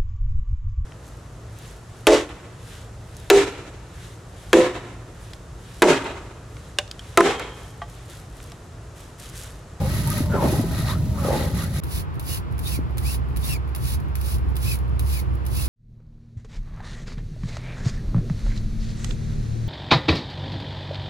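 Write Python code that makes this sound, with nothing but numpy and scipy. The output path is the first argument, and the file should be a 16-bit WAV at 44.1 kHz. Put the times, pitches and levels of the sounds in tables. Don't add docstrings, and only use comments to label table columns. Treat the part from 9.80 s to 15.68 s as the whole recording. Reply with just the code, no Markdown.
import sys
import numpy as np
from scipy import signal
from scipy.fft import rfft, irfft, next_fast_len
from scipy.io import wavfile
from scipy.ndimage import uniform_filter1d

SR = 44100
rng = np.random.default_rng(int(sys.argv[2]) if len(sys.argv) > 2 else 0)


def wrap_up_sound(samples):
    columns = np.atleast_2d(samples).T
    tamed = np.clip(columns, -1, 1)
    steps = np.round(tamed * 32767).astype(np.int16)
    wavfile.write(sys.argv[1], SR, steps)


N = 259308
TIME = np.arange(N) / SR
FFT_SIZE = next_fast_len(N + SR // 10)
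SCENE_CHANGE_S = 2.004

# t/s, sand level/dB, scoop level/dB, rise/s, fall/s
STROKES = [(.15, -37.5, -39.5, .08, .11), (.385, -36.5, -38, .075, .04), (.69, -36.5, -40, .05, .12),
           (.99, -40, -38, .06, .05), (1.10, -38.5, -33.5, .035, .03), (1.485, -37.5, -43.5, .055, .04),
           (1.585, -39, -36.5, .055, .075), (1.81, -39.5, -38.5, .055, .045), (1.965, -41, -42, .03, .05)]
# t/s, slosh level/dB, pocket f/Hz, pocket level/dB
SHOVES = [(.02, -48, 770, -45), (.548, -25, 1370, -31), (0.598, -39, 1000, -33), (.638, -18.5, 875, -27.5),
          (1.389, -45, 1184, -39), (1.454, -29, 1260, -37), (1.536, -24, 880, -31.5)]
# t/s, f/Hz, level/dB
LIFTS = [(1.11, 1010, -37), (1.82, 1244, -43.5)]
# t/s, f/Hz, level/dB
SQUELCHES = [(.278, 925, -35.5), (.318, 1210, -38), (.69, 2410, -40.5), (1.09, 1850, -42),
             (1.106, 3760, -36.5)]
# t/s, level/dB, f/Hz
PLOPS = [(0.405, -15, 262), (0.542, -15, 397), (0.553, -14.5, 560), (0.626, -18, 527), (0.654, -15.5, 262),
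         (0.727, -15.5, 320), (0.795, -13, 256), (0.84, -19.5, 374), (1.449, -16.5, 540),
         (1.4855, -11.5, 510), (1.506, -13, 554), (1.5305, -15.5, 535)]
# t/s, level/dB
STONES = [(.2745, -27), (.3020, -26.5), (.3796, -30), (1.844, -35)]
# t/s, f/Hz, level/dB
PIT_NOTE = [(.03, 522, -32), (.17, 614, -49), (.5, 593, -38), (.65, 555, -28), (.76, 653, -40.5),
            (1.3, 624, -48), (1.5, 526, -28.5), (1.66, 530, -33.5), (1.76, 540, -51)]
# f/Hz, width/Hz, level/dB
PIT_RINGS = [(257, 104, 1.5), (394, 42, 2.5), (530, 117, -6), (844, 55, -3.5), (1030, 33, -11)]
SCOOP_RINGS = [(1286, 153, 1.1), (1960, 110, 3.5), (3990, 650, -2.6)]
# f/Hz, level/dB
SAND_COLOUR = [(600, 5), (1200, 3.5), (2800, 0.5), (4100, 0), (6500, 0), (9000, 3), (11500, 3.5),
               (16000, -8)]

# t/s, held/s, first click level/dB, click gap/s, second click level/dB, hiss level/dB
SQUEEZES = [(2.036, 0.17, -34.5, 0.0061, -40, -33), (2.396, 0.18, -33.5, 0.0054, -41, -31),
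            (2.7803, 0.18, -42, 0.011, -34, -31.5), (3.172, 0.18, -37, 0.0095, -28, -31.5),
            (3.562, 0.18, -35, 0.0088, -31.5, -30.5), (3.9492, 0.2, -30.5, 0.011, -33.5, -33.5),
            (4.354, 0.2, -29.5, .028, -53, -35.5), (4.7551, 0.19, -38, 0.011, -29, -30.5),
            (5.194, 0.21, -28.5, 0.0093, -40, -34.5), (5.6521, 0.21, -45, 0.012, -32, -31.5)]
# t/s, level/dB
CATCHES = [(4.201, -44), (4.413, -32.5), (4.5833, -43), (4.955, -34), (4.9875, -42)]
# middle t/s, top f/Hz, level/dB, time from middle to top pitch/s
WHISTLES = [(2.535, 2920, -47, 0), (2.938, 2750, -45.5, -0.039), (3.283, 2750, -43, 0.036),
            (3.724, 2770, -38.5, -0.028), (4.897, 2586, -36.5, -.004), (5.358, 2470, -44, -.016),
            (5.813, 2690, -44, -0.0071)]
# t/s, f/Hz, level/dB
CHIRPS = [(2.868, 3710, -35), (3.646, 3700, -41)]
# t/s, level/dB, f/Hz
KNOCKS = [(2.9893, -11, 275)]
# f/Hz, level/dB
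MIST_COLOUR = [(600, -15.5), (2400, -1), (4600, 2), (6600, -3.5), (10500, 3.5), (13400, -0.5), (15600, 1.5)]
CLICK_COLOUR = [(600, -3), (2000, 0), (4000, 1), (6300, -5.5), (11000, 4), (16000, 1)]

# t/s, level/dB
ENGINE_LEVELS = [(2.03, -48), (2.75, -36), (3.03, -30), (5.88, -25)]
# multiple of the lowest pitch, level/dB
ENGINE_TONES = [(1, -5.5), (2, -17)]
# f/Hz, level/dB
PIT_RUMBLE_COLOUR = [(20, -36), (45, -9.5), (65, -0.5), (130, -1), (180, -4.5), (250, -15.5), (1000, -47.5)]
YARD_RUMBLE_COLOUR = [(20, -45), (45, -2), (75, 4), (100, -1), (125, 0.5), (160, -5.5), (220, -11.5),
                      (350, -21), (1200, -61)]
YARD_AIR_COLOUR = [(100, -35), (350, 6), (650, 1.5), (1100, 5), (2000, -7), (4000, -17), (16000, -54)]
# f/Hz, share from 0 to 1
DIRECT_SHARE = [(300, 0.85), (1300, 0.78), (2550, 0.01), (3150, 1), (5300, 0), (7000, 0.72), (8500, 1),
                (11000, 0.9), (13500, 1)]


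def stirring():
    push, drag = stroke_forces()
    liquid = slosh(push) + gurgles() + pit_air()
    rubbing = scrape(drag) + squelch(drag)
    grit = sand(push) + stones()
    wet = microphones(liquid + pit_echo(rubbing), left_late_ms=0.0084, scatter_pan_db=4.5)
    gritty = microphones(pit_echo(grit), left_late_ms=0.1803, scatter_pan_db=-7)
    plops = from_db(4) * thuds(PLOPS, cycles=12.6)
    return wet + gritty + plops


def stroke_forces(trickle_db=-52.5):
    power = from_db(trickle_db) ** 2
    for s, sand_db, scoop_db, rise, fall in STROKES:
        power = power + (from_db([[sand_db], [scoop_db]]) * swell(s, rise, fall)) ** 2
    return np.sqrt(power)


def slosh(push, churn_db=-42, wake_db_per_s=62):
    pockets = resonate(grains(per_s=700, spread_db=3.5), PIT_RINGS)
    pockets = signal.sosfilt(signal.butter(2, 1300, fs=SR, output="sos"), pockets)
    power = (from_db(churn_db) * (push / push.max()) ** 0.24) ** 2
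    for s, db, _, _ in SHOVES:
        surge = swell(s, rise_s=0.01, fall_s=0.041)
        wake = (TIME > s) * from_db(-4 - wake_db_per_s * np.abs(TIME - s))
        power = power + (from_db(db - 1) * np.maximum(surge, wake)) ** 2
    return np.sqrt(power) * evened(pockets, span_s=0.033)


def gurgles():
    pockets = [(s, hz, db) for s, _, hz, db in SHOVES]
    opening = glides(pockets, length_s=0.12, octaves_per_s=-2.6, sharpness=14)
    closing = glides(LIFTS, length_s=0.2, octaves_per_s=7.1, sharpness=18)
    return from_db(1) * (opening + closing)


def pit_air(width_hz=31.5):
    s, pitch, db = np.transpose(PIT_NOTE)
    hz = np.interp(TIME, s, pitch)
    bursts = grains(per_s=900, spread_db=2.5)
    low = evened(moving_ring(bursts, hz, width_hz), span_s=0.062)
    high = evened(moving_ring(bursts, 1.51 * hz, width_hz), span_s=0.062)
    return from_db(np.interp(TIME, s, db)) * (low + from_db(-7.5) * high)


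def scrape(drag):
    ringing = resonate(grains(per_s=1200, spread_db=1.5), SCOOP_RINGS)
    return from_db(-1) * drag * evened(ringing, span_s=0.063)


def squelch(drag):
    fizz = from_db(-5) * drag * bubbles()
    return fizz + glides(SQUELCHES, length_s=0.045, octaves_per_s=2, sharpness=33)


def bubbles(per_s=420, low_hz=1100, high_hz=5000, cycles=45, spread_db=3, pitch_rise=0.057):
    out, t = np.zeros((3, N)), TIME[:SR // 20]
    for when, height, size, *phases in rng.random((int(per_s * SCENE_CHANGE_S), 6)):
        hz = low_hz * (high_hz / low_hz) ** height
        age = hz * t / cycles
        turns = np.cumsum(hz * (1 + pitch_rise * age)) / SR + np.array(phases)[:, None]
        ring = (1 - np.exp(-hz * t)) * np.sin(2 * np.pi * turns)
        add(out, when * SCENE_CHANGE_S, from_db(spread_db * size - 60 * age) * ring)
    return out / out[:, :int(SCENE_CHANGE_S * SR)].std()


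def sand(push):
    crunch = evened(grains(per_s=3000 * np.sqrt(push / push.max()), spread_db=0), span_s=0.025)
    return from_db(3 + 1.7 * drift(35)) * push * coloured(crunch, SAND_COLOUR)


def stones():
    cracks = snaps(STONES, fade_s=0.014, tail_db=-20, tail_fade_s=0.04)
    return resonate(cracks, [(11300, 4200, 11)])


def pit_echo(x, trips_per_s=311.7, echo_share=0.41, dull_hz=3000):
    hz = np.fft.rfftfreq(FFT_SIZE, 1 / SR)
    returned = echo_share / (1 + (hz / dull_hz) ** 2)
    delay = np.exp(-2j * np.pi * hz / trips_per_s)
    bounces = np.sqrt(1 - returned ** 2) / (1 - returned * delay)
    return irfft(rfft(x, FFT_SIZE) * bounces, FFT_SIZE)[..., :N]


def spray_bottle():
    hiss = mist()
    singing = microphones(whistles(), left_late_ms=0.11, scatter_pan_db=1)
    squirts = microphones(hiss + trigger_clicks(), left_late_ms=0.1799, scatter_pan_db=-3.5)
    return squirts + singing + thuds(KNOCKS, cycles=5.3)


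def mist(rise_db=22, sag_db=1.5, shutoff_db_per_s=614):
    loudness = 0
    for s, held, _, _, _, db in SQUEEZES:
        start, full, release = s + 0.03, s + 0.66 * held, s + held
        still_to_build = np.maximum(full - TIME, 0) / (full - start)
        sagging = np.clip((TIME - full) / (release - full), 0, 1)
        shutoff_db = shutoff_db_per_s * np.maximum(TIME - release, 0)
        squirt_db = db - rise_db * still_to_build ** 2 - sag_db * sagging ** 2 - shutoff_db
        loudness = loudness + from_db(np.maximum(squirt_db, -150))
    hiss = coloured(grains(per_s=25000, spread_db=-1.5), MIST_COLOUR)
    return loudness * hiss * from_db(1.08 * drift(63))


def whistles(length_s=0.145, sharpness=95, overtone_db=-6, flicker_db=2.5):
    out = glides(CHIRPS, length_s=0.055, octaves_per_s=1.7, sharpness=sharpness)
    t = TIME[:int(length_s * SR)] - length_s / 2
    for s, top_hz, db, top_after_s in WHISTLES:
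        octaves_down = 0.15 * ((t - top_after_s) / 0.05) ** 2
        hz = top_hz * 2 ** -octaves_down
        note = sum(from_db(overtone_db * k) * narrow_ring((k + 1) * hz, sharpness) for k in range(3))
        add(out, s - length_s / 2, from_db(db + flicker_db * drift(30)[:len(t)]) * note)
    return out


def trigger_clicks(spring_s=0.016, return_s=0.135, bounce_s=0.013):
    clicks = list(CATCHES)
    for s, held, first_db, gap, second_db, _ in SQUEEZES:
        clicks += [(s, first_db), (s + gap, second_db)]
        clicks += [(s + spring_s, -45), (s + 2 * spring_s, -45)]
        back = s + held + return_s
        clicks += [(when, rng.normal(-55, 3)) for when in (back, back + bounce_s)]
    cracks = snaps(clicks, fade_s=0.022, tail_db=-12, tail_fade_s=0.18)
    return from_db(2) * coloured(cracks, CLICK_COLOUR)


def engine(hz=64.1, waver=0.0245):
    phase = 2 * np.pi * np.cumsum(hz * (1 + waver * drift(5.93))) / SR
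    left_right = phase + np.array([[1.0], [0]])
    note = sum(from_db(db + 2 * drift(2.5)) * np.sin(k * left_right) for k, db in ENGINE_TONES)
    return from_db(1) * level(ENGINE_LEVELS) * rms_one(note) * pan(-4)


def pit_rumble(eases_at_s=1.38, ease_db_per_s=5.5):
    db = -22.5 - ease_db_per_s * np.maximum(TIME - eases_at_s, 0)
    return from_db(db) * far_noise(PIT_RUMBLE_COLOUR, aimed_share=0.92, right_late_ms=-0.05)


def yard_background():
    engine_gain = level(ENGINE_LEVELS)
    loudness = (engine_gain / engine_gain.max()) ** 0.061 * from_db(-26 + 1.65 * drift(8.1))
    rumble = loudness * far_noise(YARD_RUMBLE_COLOUR, aimed_share=0.78, right_late_ms=2.36)
    air = from_db(-42) * far_noise(YARD_AIR_COLOUR, aimed_share=0.47, right_late_ms=0.39)
    return rumble * pan(-1.6) + air


def far_noise(colour, aimed_share, right_late_ms):
    common = rng.standard_normal(N)
    aimed = np.array([common, np.roll(common, int(right_late_ms * SR / 1000))])
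    around = rng.standard_normal((2, N))
    return coloured(np.sqrt(aimed_share) * aimed + np.sqrt(1 - aimed_share) * around, colour)


def microphones(x, left_late_ms, scatter_pan_db):
    hz, spectra = np.fft.rfftfreq(FFT_SIZE, 1 / SR), rfft(x, FFT_SIZE)
    share = at_hz(DIRECT_SHARE, hz)
    delay_s = np.array([[left_late_ms], [0]]) / 1000
    direct = spectra[0] * np.exp(-2j * np.pi * hz * delay_s)
    scattered = spectra[1:] * pan(scatter_pan_db)
    return irfft(np.sqrt(share) * direct + np.sqrt(1 - share) * scattered, FFT_SIZE)[:, :N]


def grains(per_s, spread_db):
    hits = rng.random((3, N)) < per_s / SR
    out, count = np.zeros((3, N)), hits.sum()
    sizes = from_db(spread_db * np.minimum(rng.exponential(1, count), 4))
    out[hits] = sizes * rng.choice([-1, 1], count)
    return rms_one(out)


def snaps(rows, fade_s, tail_db, tail_fade_s):
    out, t = np.zeros((3, N)), TIME[:SR // 10]
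    shape = from_db(-60 * t / fade_s) + from_db(tail_db - 60 * t / tail_fade_s)
    for s, db in rows:
        add(out, s, from_db(db) * shape * rng.standard_normal((3, len(t))))
    return out


def thuds(rows, cycles):
    out, t = np.zeros(N), TIME[:SR // 10]
    for s, db, hz in rows:
        onset = 1 - np.exp(-4 * hz * t)
        add(out, s, from_db(db - 60 * hz * t / cycles) * onset * np.sin(2 * np.pi * hz * t))
    return out


def glides(rows, length_s, octaves_per_s, sharpness):
    out, t = np.zeros((3, N)), TIME[:int(length_s * SR)] - length_s / 2
    for s, hz, db in rows:
        note = narrow_ring(hz * 2 ** (octaves_per_s * t), sharpness)
        add(out, max(s - length_s / 2, 0), from_db(db) * note)
    return out


def narrow_ring(hz, sharpness):
    ring = moving_ring(rng.standard_normal((3, len(hz))), hz, hz.mean() / sharpness)
    return evened(ring, span_s=0.059) * np.sin(np.linspace(0, np.pi, len(hz))) ** 2


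def moving_ring(x, hz, width_hz):
    turn = np.exp(2j * np.pi * np.cumsum(hz) / SR)
    return (turn * signal.lfilter([1], [1, -np.exp(-np.pi * width_hz / SR)], x / turn)).real


def resonate(x, rings):
    out = 0
    for k, (hz, width, db) in enumerate(rings):
        r = np.exp(-np.pi * width / SR)
        poles = [1, -2 * r * np.cos(2 * np.pi * hz / SR), r * r]
        ring = (1 - r * r) / 2 * signal.lfilter([1, 0, -1], poles, x + 1e-18)
        out = out + (-1) ** k * from_db(db) * ring
    return out


def coloured(x, colour):
    gain = from_db(at_hz(colour, np.fft.rfftfreq(FFT_SIZE, 1 / SR)))
    return irfft(rfft(x, FFT_SIZE) * rms_one(gain), FFT_SIZE)[..., :N]


def drift(rate_hz, step=40):
    r = np.exp(-2 * np.pi * rate_hz * step / SR)
    slow = signal.lfilter([1], [1, -2 * r, r * r], rng.standard_normal(N // step + 2002))[2000:]
    return np.interp(np.arange(N) / step, np.arange(len(slow)), rms_one(slow))


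def swell(s, rise_s, fall_s):
    distance = (TIME - s) / np.where(TIME < s, rise_s, fall_s)
    return np.exp(-0.5 * np.minimum(distance ** 2, 60))


def evened(x, span_s):
    return x / np.sqrt(np.abs(uniform_filter1d(x ** 2, int(span_s * SR) + 1)) + 1e-12)


def add(track, s, sound):
    start = int(s * SR)
    track[..., start:start + sound.shape[-1]] += sound[..., :max(N - start, 0)]


def at_hz(rows, hz):
    pitches, values = np.transpose(rows)
    return np.interp(np.log(hz + 1), np.log(pitches), values)


def level(rows):
    return from_db(np.interp(TIME, *np.transpose(rows)))


def pan(db):
    return from_db([[db / 2], [-db / 2]])


def rms_one(x):
    return x / np.sqrt(np.mean(x ** 2) + 1e-20)


def from_db(db):
    return 10 ** (np.asarray(db) / 20)


def scene():
    pit = stirring() + pit_rumble()
    background = yard_background()
    yard = spray_bottle() + engine() + background
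    fade_out = np.clip((SCENE_CHANGE_S - TIME) / 0.0034, 0, 1)
    fade_in = np.clip((TIME - SCENE_CHANGE_S + 0.004) / 0.033, 0, 1)
    return pit * fade_out + yard * fade_in


def record(dry):
    return signal.sosfilt(signal.ellip(12, 0.1, 80, 15900, fs=SR, output="sos"), dry)


dry = scene()
out = record(dry)
wrap_up_sound(out)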